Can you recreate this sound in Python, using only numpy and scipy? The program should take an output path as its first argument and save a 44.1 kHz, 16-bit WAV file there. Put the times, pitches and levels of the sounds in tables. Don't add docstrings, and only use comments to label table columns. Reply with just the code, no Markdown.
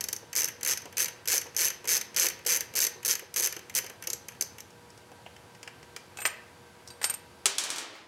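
import sys
import numpy as np
from scipy import signal
from scipy.fft import rfft, irfft, next_fast_len
from scipy.io import wavfile
from scipy.ndimage import uniform_filter1d

SR = 44100
rng = np.random.default_rng(int(sys.argv[2]) if len(sys.argv) > 2 else 0)


def dump(signal):
    limited = np.clip(np.atleast_2d(signal).T, -1, 1)
    pcm = np.round(limited * 32767).astype(np.int16)
    wavfile.write(sys.argv[1], SR, pcm)


def rack_gain(trim_db):
    fader = np.asarray(trim_db, float)
    return 10 ** (fader / 20)


N = 355887


def evened(x):
    return x / np.sqrt(np.mean(x ** 2) + 1e-20)


def read(points, hz):
    f, value = np.transpose(points)
    return np.interp(np.log(hz + 1), np.log(f + 1), value)


def level(rows):
    s, db = np.transpose(rows)
    return rack_gain(np.interp(np.arange(N) / SR, s, db, left=-120, right=-120))


def colour(x, points):
    size = next_fast_len(len(x))
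    gain = rack_gain(read(points, np.fft.rfftfreq(size, 1 / SR)))
    return irfft(rfft(x, size) * gain, size)[:len(x)]


def add(mix, s, sound):
    part = mix[round(s * SR):][:len(sound)]
    part += sound[:len(part)]


def bursts(times, dbs, spectrum, rise, t60):
    t = np.arange(SR // 5) / SR
    power = np.zeros(N)
    attack = np.sin(np.pi / 2 * np.minimum(t / rise, 1)) ** 2
    puff = attack * rack_gain(-60 * np.maximum(t - rise, 0) / t60)
    for s, db in zip(times, dbs):
        add(power, max(s - rise / 2, 0), (rack_gain(db) * puff) ** 2)
    return np.sqrt(power) * evened(colour(rng.standard_normal(N), spectrum))


def rings(hz, db, t60, spread_db, detune, rise, lasts=1):
    t = np.arange(SR // 4)[:, None] / SR
    pitch_luck, phase_luck, height_luck = rng.standard_normal((3, len(hz)))
    tones = np.sin(2 * np.pi * (hz * (1 + detune * pitch_luck) * t + phase_luck))
    heights_db = db + spread_db * np.clip(height_luck, -1, 1)
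    ring = (tones * rack_gain(heights_db - 60 * t / t60)).sum(1)
    attack = np.minimum(t[:, 0] / rise, 1) ** 2
    damping = np.clip((lasts - t[:, 0]) / 0.002 + 1, 0, 1)
    return ring * attack * damping


# (frequency [Hz], level [dB])
HISS = [(20, -40), (50, -22), (85, -1), (330, -10), (900, -11.5), (2000, -17), (11300, -28.5), (16500, -41)]
# (frequency [Hz], level [dB])
HUM = [(360.7, -70), (479.1, -64), (640.6, -75.5), (839.8, -71.5), (958.2, -66.5), (1561, -68.5),
       (4630, -77.5)]


def room_tone():
    hiss_db = -52
    t = np.arange(N) / SR
    swell = evened(uniform_filter1d(rng.standard_normal(N), 6000))
    out = rack_gain(hiss_db - 2.5 + 0.18 * swell) * evened(colour(rng.standard_normal(N), HISS))
    for hz, db in HUM:
        waver = evened(uniform_filter1d(rng.standard_normal(N), 3000))
        tone = np.sin(2 * np.pi * (hz * t + rng.random()) + .5 * waver)
        out += np.sqrt(2) * rack_gain(db + 2.4 * waver) * tone
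    return out


# (start [s], length [s], gaps between teeth [count], extra slowness at the start [ratio], at the end [ratio])
RUNS = [(0.3532, 0.0528, 7, 0.7, 0.4), (0.4191, 0.0359, 3, 0.6, 0.2), (0.6314, 0.0432, 3, 1.0, 0.2),
        (0.6819, 0.0523, 7, 0.0, 0.3), (0.9697, 0.0213, 2, 0.6, 0.4), (0.9968, 0.0605, 8, 0.6, 2.5),
        (1.2754, 0.1038, 16, 1.2, 1.0), (1.565, 0.0329, 4, 0.7, 0.0), (1.6055, 0.077, 12, 0.0, 0.5),
        (1.8746, 0.101, 15, 0.9, 1.0), (2.1628, 0.1034, 16, 0.7, 0.7), (2.4659, 0.1041, 15, 1.1, 1.2),
        (2.7534, 0.0362, 5, 0.6, 0.5), (2.8035, 0.0447, 7, 0.2, 0.8), (3.0493, 0.0165, 2, 0.5, 0.0),
        (3.079, 0.0576, 9, 1.2, 1.1), (3.3616, 0.0448, 6, 0.3, 0.4), (3.4224, 0.049, 6, 0.0, 0.9),
        (3.7508, 0.0349, 5, 0.0, 0.1)]
# (time [s], snap level [dB], extra knock [dB])
LONE = [(0.0082, -25, -1), (0.0403, -26, -3.5), (0.0861, -26, -1), (0.129, -23.5, -4), (0.164, -33.5, -6),
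        (0.33, -32.5, 2), (0.4767, -39, 7.5), (0.4847, -31.5, 4.5), (0.7736, -28.5, -1), (1.0826, -31, 4.5),
        (1.4148, -31.5, 3), (1.703, -29.5, 3), (2.0122, -27, 0.1), (2.2858, -24.5, -5), (2.3002, -32, 5),
        (2.6068, -24.5, 3), (2.867, -22.5, 0), (3.153, -23.5, 4.5), (3.194, -32, 4.5), (3.3409, -28.5, -4),
        (3.525, -29.5, 2), (3.565, -34.5, 3), (4.0719, -25, -1), (4.1013, -25.5, -4.5), (4.132, -25, -7),
        (4.2846, -33, -1), (4.41, -22, -1.5), (4.4228, -25.5, -12), (4.6042, -38, -12)]
# (time [s], snap level [dB])
SLACK = [(0.61, -39), (0.8193, -44), (0.8557, -42), (0.9258, -43.5), (1.2563, -38), (1.4662, -48),
         (1.5475, -43.5), (1.8432, -42), (1.8538, -37), (2.145, -37.5), (2.3905, -49), (2.4497, -41),
         (2.4634, -25), (2.738, -40), (3.03, -39), (3.2232, -52), (3.5481, -51), (3.592, -43), (3.697, -38),
         (3.7407, -44), (3.8437, -41), (3.864, -37), (3.8978, -38), (4.024, -37), (4.0386, -39),
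         (4.0446, -46), (4.3206, -49), (4.35, -56), (4.5834, -39.5), (4.599, -54)]
RUN_DB = -25.5


def teeth():
    firmer_db_per_s, scatter_db, jitter_s = 0.92, 1.5, 0.0003
    knock_db, knock_share, knock_scatter_db = -34.5, 0.5, 3
    times = []
    for start, length, gaps, slow_in, slow_out in RUNS:
        u = (np.arange(int(gaps)) + .5) / gaps
        gap = 1 + slow_in * (1 - u) ** 3 + slow_out * u ** 3
        times += list(start + length * np.append(0, np.cumsum(gap)) / gap.sum())
    time_luck, snap_luck, knock_luck = np.clip(rng.standard_normal((3, len(times))), -2, 2)
    s = times + jitter_s * time_luck
    snap_db = RUN_DB + firmer_db_per_s * s + scatter_db * snap_luck
    runs = np.transpose([s, snap_db, knock_scatter_db * knock_luck])
    slack = [(*row, 0) for row in SLACK]
    s, snap_db, extra_db = np.vstack([runs, LONE, slack]).T
    return s, snap_db, knock_db + knock_share * (snap_db - RUN_DB) + extra_db


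# (frequency [Hz], level [dB])
SNAP = [(2500, -23), (3800, -6.5), (5200, 0.5), (6200, 0.5), (7500, -1), (10000, -12), (13000, -15),
        (15800, -24)]
# (frequency [Hz], level [dB])
SPARK = [(6500, -25), (8500, -1), (11600, 1.5), (13000, -6.5), (15800, -11.5)]
# (frequency [Hz], level [dB])
KNOCK = [(150, -33), (500, -38), (900, -13.5), (1700, 3), (2400, 3.5), (3200, 0), (4500, -42)]
# (frequency [Hz], level [dB])
BODY = [(150, -55), (310, -14), (370, -3), (430, -8), (500, 0), (600, -14), (1000, -13), (2600, -50)]
# (frequency [Hz], level [dB], t60 [s])
RATCHET = [(4580, -17, .022), (5500, -9, .02), (6050, -5, .03), (6200, -2, .04), (6400, -6, .026),
           (7480, -12, .018), (8500, -11, .018), (11450, -5, .025), (11680, -5, .025), (13780, -10, .022),
           (14850, -10, .02)]
# (frequency [Hz], level [dB], t60 [s])
HANDLE = [(4620, -32, .12), (6085, -20, .18), (6175, -17, .18), (6270, -20, .13), (11490, -21, .14),
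          (11570, -18, .16), (11650, -18, .16)]


def ratchet():
    ring_loss = 0.13
    struck_db = 3.5
    linger_db = -9
    s, snap_db, knock_db = teeth()
    tilt_db = 2.5 * np.clip(rng.standard_normal(len(s)), -1.5, 1.5)
    ring_db = snap_db + ring_loss * np.minimum(snap_db - RUN_DB, 0)
    out = bursts(s, snap_db - 2.5 - tilt_db / 2, SNAP, rise=.0015, t60=.022)
    out += bursts(s, ring_db - 5.5 + tilt_db, SPARK, rise=.0012, t60=.02)
    out += bursts(s, knock_db - 4.5, KNOCK, rise=0.0063, t60=0.057)
    out += bursts(s, snap_db - 25, BODY, rise=0.0082, t60=0.09)
    for at, db in zip(s, ring_db):
        steel = rings(*np.transpose(RATCHET), spread_db=struck_db, detune=0.0089, rise=0.001)
        handle = rings(*np.transpose(HANDLE), spread_db=struck_db, detune=0.0067, rise=0.0016)
        add(out, at - .0005, rack_gain(db - 0.5) * steel)
        add(out, at, rack_gain(db + linger_db) * handle)
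    return out


# (time [s], level [dB])
GRIP = [(0.229, -54), (0.684, -53), (0.855, -45), (1.335, -40.5), (1.456, -47), (1.843, -46.5), (2.17, -48),
        (2.243, -40.5), (2.461, -44.5), (2.741, -47), (2.961, -51), (3.222, -49), (3.394, -46),
        (3.566, -48.5), (3.839, -50.5), (3.9, -49), (4.077, -50)]


def grip():
    s, db = np.transpose(GRIP)
    return bursts(s, db + 5.0, BODY, rise=0.0029, t60=0.12)


# (time [s], snap level [dB], knock over snap [dB], hollow thud over snap [dB])
TICKS = [(4.7046, -43, -10, -9), (4.903, -41.5, -13, -18), (4.976, -41, -17, -7), (5.1167, -47.5, 2, 9),
         (5.263, -48, 13.5, 13), (5.3642, -43, 2, -10), (5.5493, -44, 2, -12), (5.63, -32, -1.5, -14),
         (5.6763, -34.5, 5, 1), (5.829, -41.5, 2, -4), (5.9633, -25.5, -2.5, -10.5),
         (6.8753, -31.5, -25, -21), (6.8854, -37, -25, -15)]
# (frequency [Hz], level [dB])
TICK = [(2500, -25), (3800, -7), (5200, 4), (7500, -1.5), (11000, -12), (15800, -19)]


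def fingers():
    s, snap_db, knock_db, thud_db = np.transpose(TICKS)
    hollow = [(150, -40), (450, -1.0), (900, -2), (1800, -37)]  # (frequency [Hz], level [dB])
    snaps = bursts(s, snap_db - 8.5, TICK, rise=0.00023, t60=0.035)
    thuds = bursts(s, snap_db + thud_db - 5.5, hollow, rise=0.00073, t60=0.031)
    knocks = bursts(s, snap_db + knock_db - 9, KNOCK, rise=0.00041, t60=0.051)
    return snaps + knocks + thuds


# (time [s], crack level [dB], clunk over crack [dB], bracket ring [dB], bolt ring [dB])
FREED = [
    (6.1716, -26, -14, -47, -48),
    (6.1864, -32.5, 1.5, -37, -44),
    (6.203, -25, -17, -44, -37),
    (6.217, -33, 6, -42, -33.5),
    (6.2525, -11.5, -1, -27, -37),
    (6.2589, -18, -9, -35, -21.5),
    (6.2755, -24, -4, -54, -38),
]
# (time [s], crack level [dB], clunk over crack [dB], bracket ring [dB], bolt ring [dB])
LAID = [
    (6.903, -36, -12, -33.5, -48),
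    (7.015, -28, 0, -37, -40),
    (7.0294, -19.5, -11, -45.5, -35),
    (7.0417, -7.5, -12.5, -20.5, -22),
    (7.0973, -20, -9.5, -50, -21),
    (7.11, -30, -3, -50, -56),
    (7.139, -23.5, -14, -57, -27.5),
    (7.149, -42, -10, -64, -48),
]
# (frequency [Hz], level when freed [dB], level when laid down [dB], t60 [s], part [0 bracket, 1 bolt])
BOLT = [(730, -10, -30, .3, 0), (830, -12, -30, .25, 0), (1560, -11, -22, .2, 0), (2610, 0, -18, .075, 0),
        (3900, -16, -13, .06, 0), (4675, -19, -6, .06, 0), (7200, -6, -13, .12, 1),
        (7980, -14, -22, .08, 1), (8470, -3, -4, .17, 1), (8740, -8, -4, .15, 1), (11830, -16, -9, .14, 1),
        (13290, -6, -13, .12, 1)]
# (frequency [Hz], level [dB])
CRACK = [(90, -25), (300, -12), (2000, -6.5), (3500, -1.5), (5500, 0.5), (8000, 3), (11000, -8),
         (15500, -26)]
# (frequency [Hz], level [dB])
CLUNK = [(130, -55), (380, -9), (800, -2), (1500, 0), (2300, 1.5), (3200, -5), (5000, -25)]


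def bolt():
    s, crack_db, clunk_db, *ring_db = np.transpose(FREED + LAID)
    hz, freed_db, laid_db, t60, group = np.transpose(BOLT)
    part = (group > .5).astype(int)
    out = bursts(s, crack_db - 13.5, CRACK, rise=0.0013, t60=0.044)
    out += bursts(s, crack_db + clunk_db - 7, CLUNK, rise=0.0011, t60=0.059)
    until_next = np.diff(s, append=N)
    for k, (at, lasts, dbs) in enumerate(zip(s, until_next, np.transpose(ring_db))):
        tones_db = freed_db if k < len(FREED) else laid_db
        db = tones_db + dbs[part] - 0.5
        add(out, at, rings(hz, db, t60, spread_db=0.5, detune=0.00085, rise=0.0016, lasts=lasts))
    return out


# (time [s], crack level [dB], clunk over crack [dB])
BOUNCES = [(7.457, -3.5, -12.5), (7.4643, -7.5, -32), (7.5534, -24, -12), (7.583, -2.5, -24),
           (7.638, -10, -10.5), (7.652, -30, -4.5), (7.692, -24, 5), (7.703, -8.5, -16),
           (7.7346, -30.5, -25), (7.76, -14.5, -9), (7.7828, -12, -11), (7.954, -45.5, 22)]
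# (frequency [Hz], level [dB], t60 [s])
PANEL = [(394, -36.5, 0.61), (490, -44, 0.37), (770, -44, 0.3), (1480, -41, 0.3)]
# (time [s], level [dB])
SKITTER = [
    (7.47, -34),
    (7.6, -45),
    (7.78, -35),
    (7.92, -43.5),
    (7.96, -42.5),
    (8.07, -54),
]
# (frequency [Hz], level [dB])
SCRAPE = [(130, -40), (230, -11), (375, 1), (450, -7), (750, -4), (4600, -7), (9000, -17), (14000, -36)]


def drop():
    s, crack_db, clunk_db = np.transpose(BOUNCES)
    hits = bursts(s, crack_db - 6, CRACK, rise=0.00073, t60=0.017)
    hits += bursts(s, crack_db + clunk_db - 7.0, CLUNK, rise=0.00025, t60=0.013)
    add(hits, s[0], rings(*np.transpose(PANEL), spread_db=2.0, detune=0, rise=0.01, lasts=.24))
    bright, dull = np.zeros((2, N))
    at = np.round(s * SR).astype(int)
    bright[at] = rack_gain(crack_db + 17)
    dull[at] = rack_gain(crack_db + clunk_db + 20)
    blows = colour(bright, CRACK) + colour(dull, CLUNK)
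    grain_gain = rack_gain(2.2 * np.minimum(rng.exponential(1, N), 4))
    grit = rng.standard_normal(N) * grain_gain * (rng.random(N) < 5000 / SR)
    skitter = rack_gain(-5.5) * level(SKITTER) * evened(colour(grit, SCRAPE))
    return hits, blows, skitter


# (frequency [Hz], t60 [s])
GARAGE = [(300, 1), (1500, 0.58), (4000, 0.5), (8000, 0.23), (15000, 0.23)]


def garage(x):
    taps = np.zeros(SR)
    at = np.arange(150, SR - 20, 20)
    taps[at + rng.integers(0, 20, len(at))] = rng.choice([-1., 1.], len(at))
    hz, t, z = signal.stft(taps, SR, nperseg=256)
    decay = rack_gain(-60 * t / read(GARAGE, hz)[:, None])
    tail = signal.istft(z * decay, SR, nperseg=256)[1]
    return signal.fftconvolve(x, tail / np.linalg.norm(tail))[:N]


def scene():
    tool, hands, chinks = ratchet(), fingers(), bolt()
    hits, blows, skitter = drop()
    wet = rack_gain(-11.5) * tool + rack_gain(-10.5) * hands + rack_gain(-12) * chinks + blows + rack_gain(2) * skitter
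    near = tool + grip() + hands + chinks
    return (near + hits + skitter + garage(wet) + room_tone())[None]


def top_cut(x):
    return signal.sosfilt(signal.butter(12, 16970, fs=SR, output="sos"), x)


# (low edge [Hz], high edge [Hz])
EDGES_HZ = [30, 15900]


def record(dry):
    ceiling = 0.85
    creep = np.arange(N) * 4 / SR
    peak_db = np.maximum.accumulate(20 * np.log10(abs(dry[0]) + 1e-6) + creep) - creep
    over_db = np.clip(2 * (peak_db + 9), 0, 9)
    ducked = dry / rack_gain(uniform_filter1d(over_db, size=900, origin=449))
    rounded = ceiling * np.tanh(ducked / ceiling)
    low_cut = signal.butter(2, EDGES_HZ[0], "high", fs=SR, output="sos")
    high_cut = signal.firwin(511, EDGES_HZ[1], fs=SR)[None]
    mix = signal.oaconvolve(signal.sosfilt(low_cut, rounded), high_cut, "same")
    return top_cut(mix)


dry = scene()
out = record(dry)
dump(out)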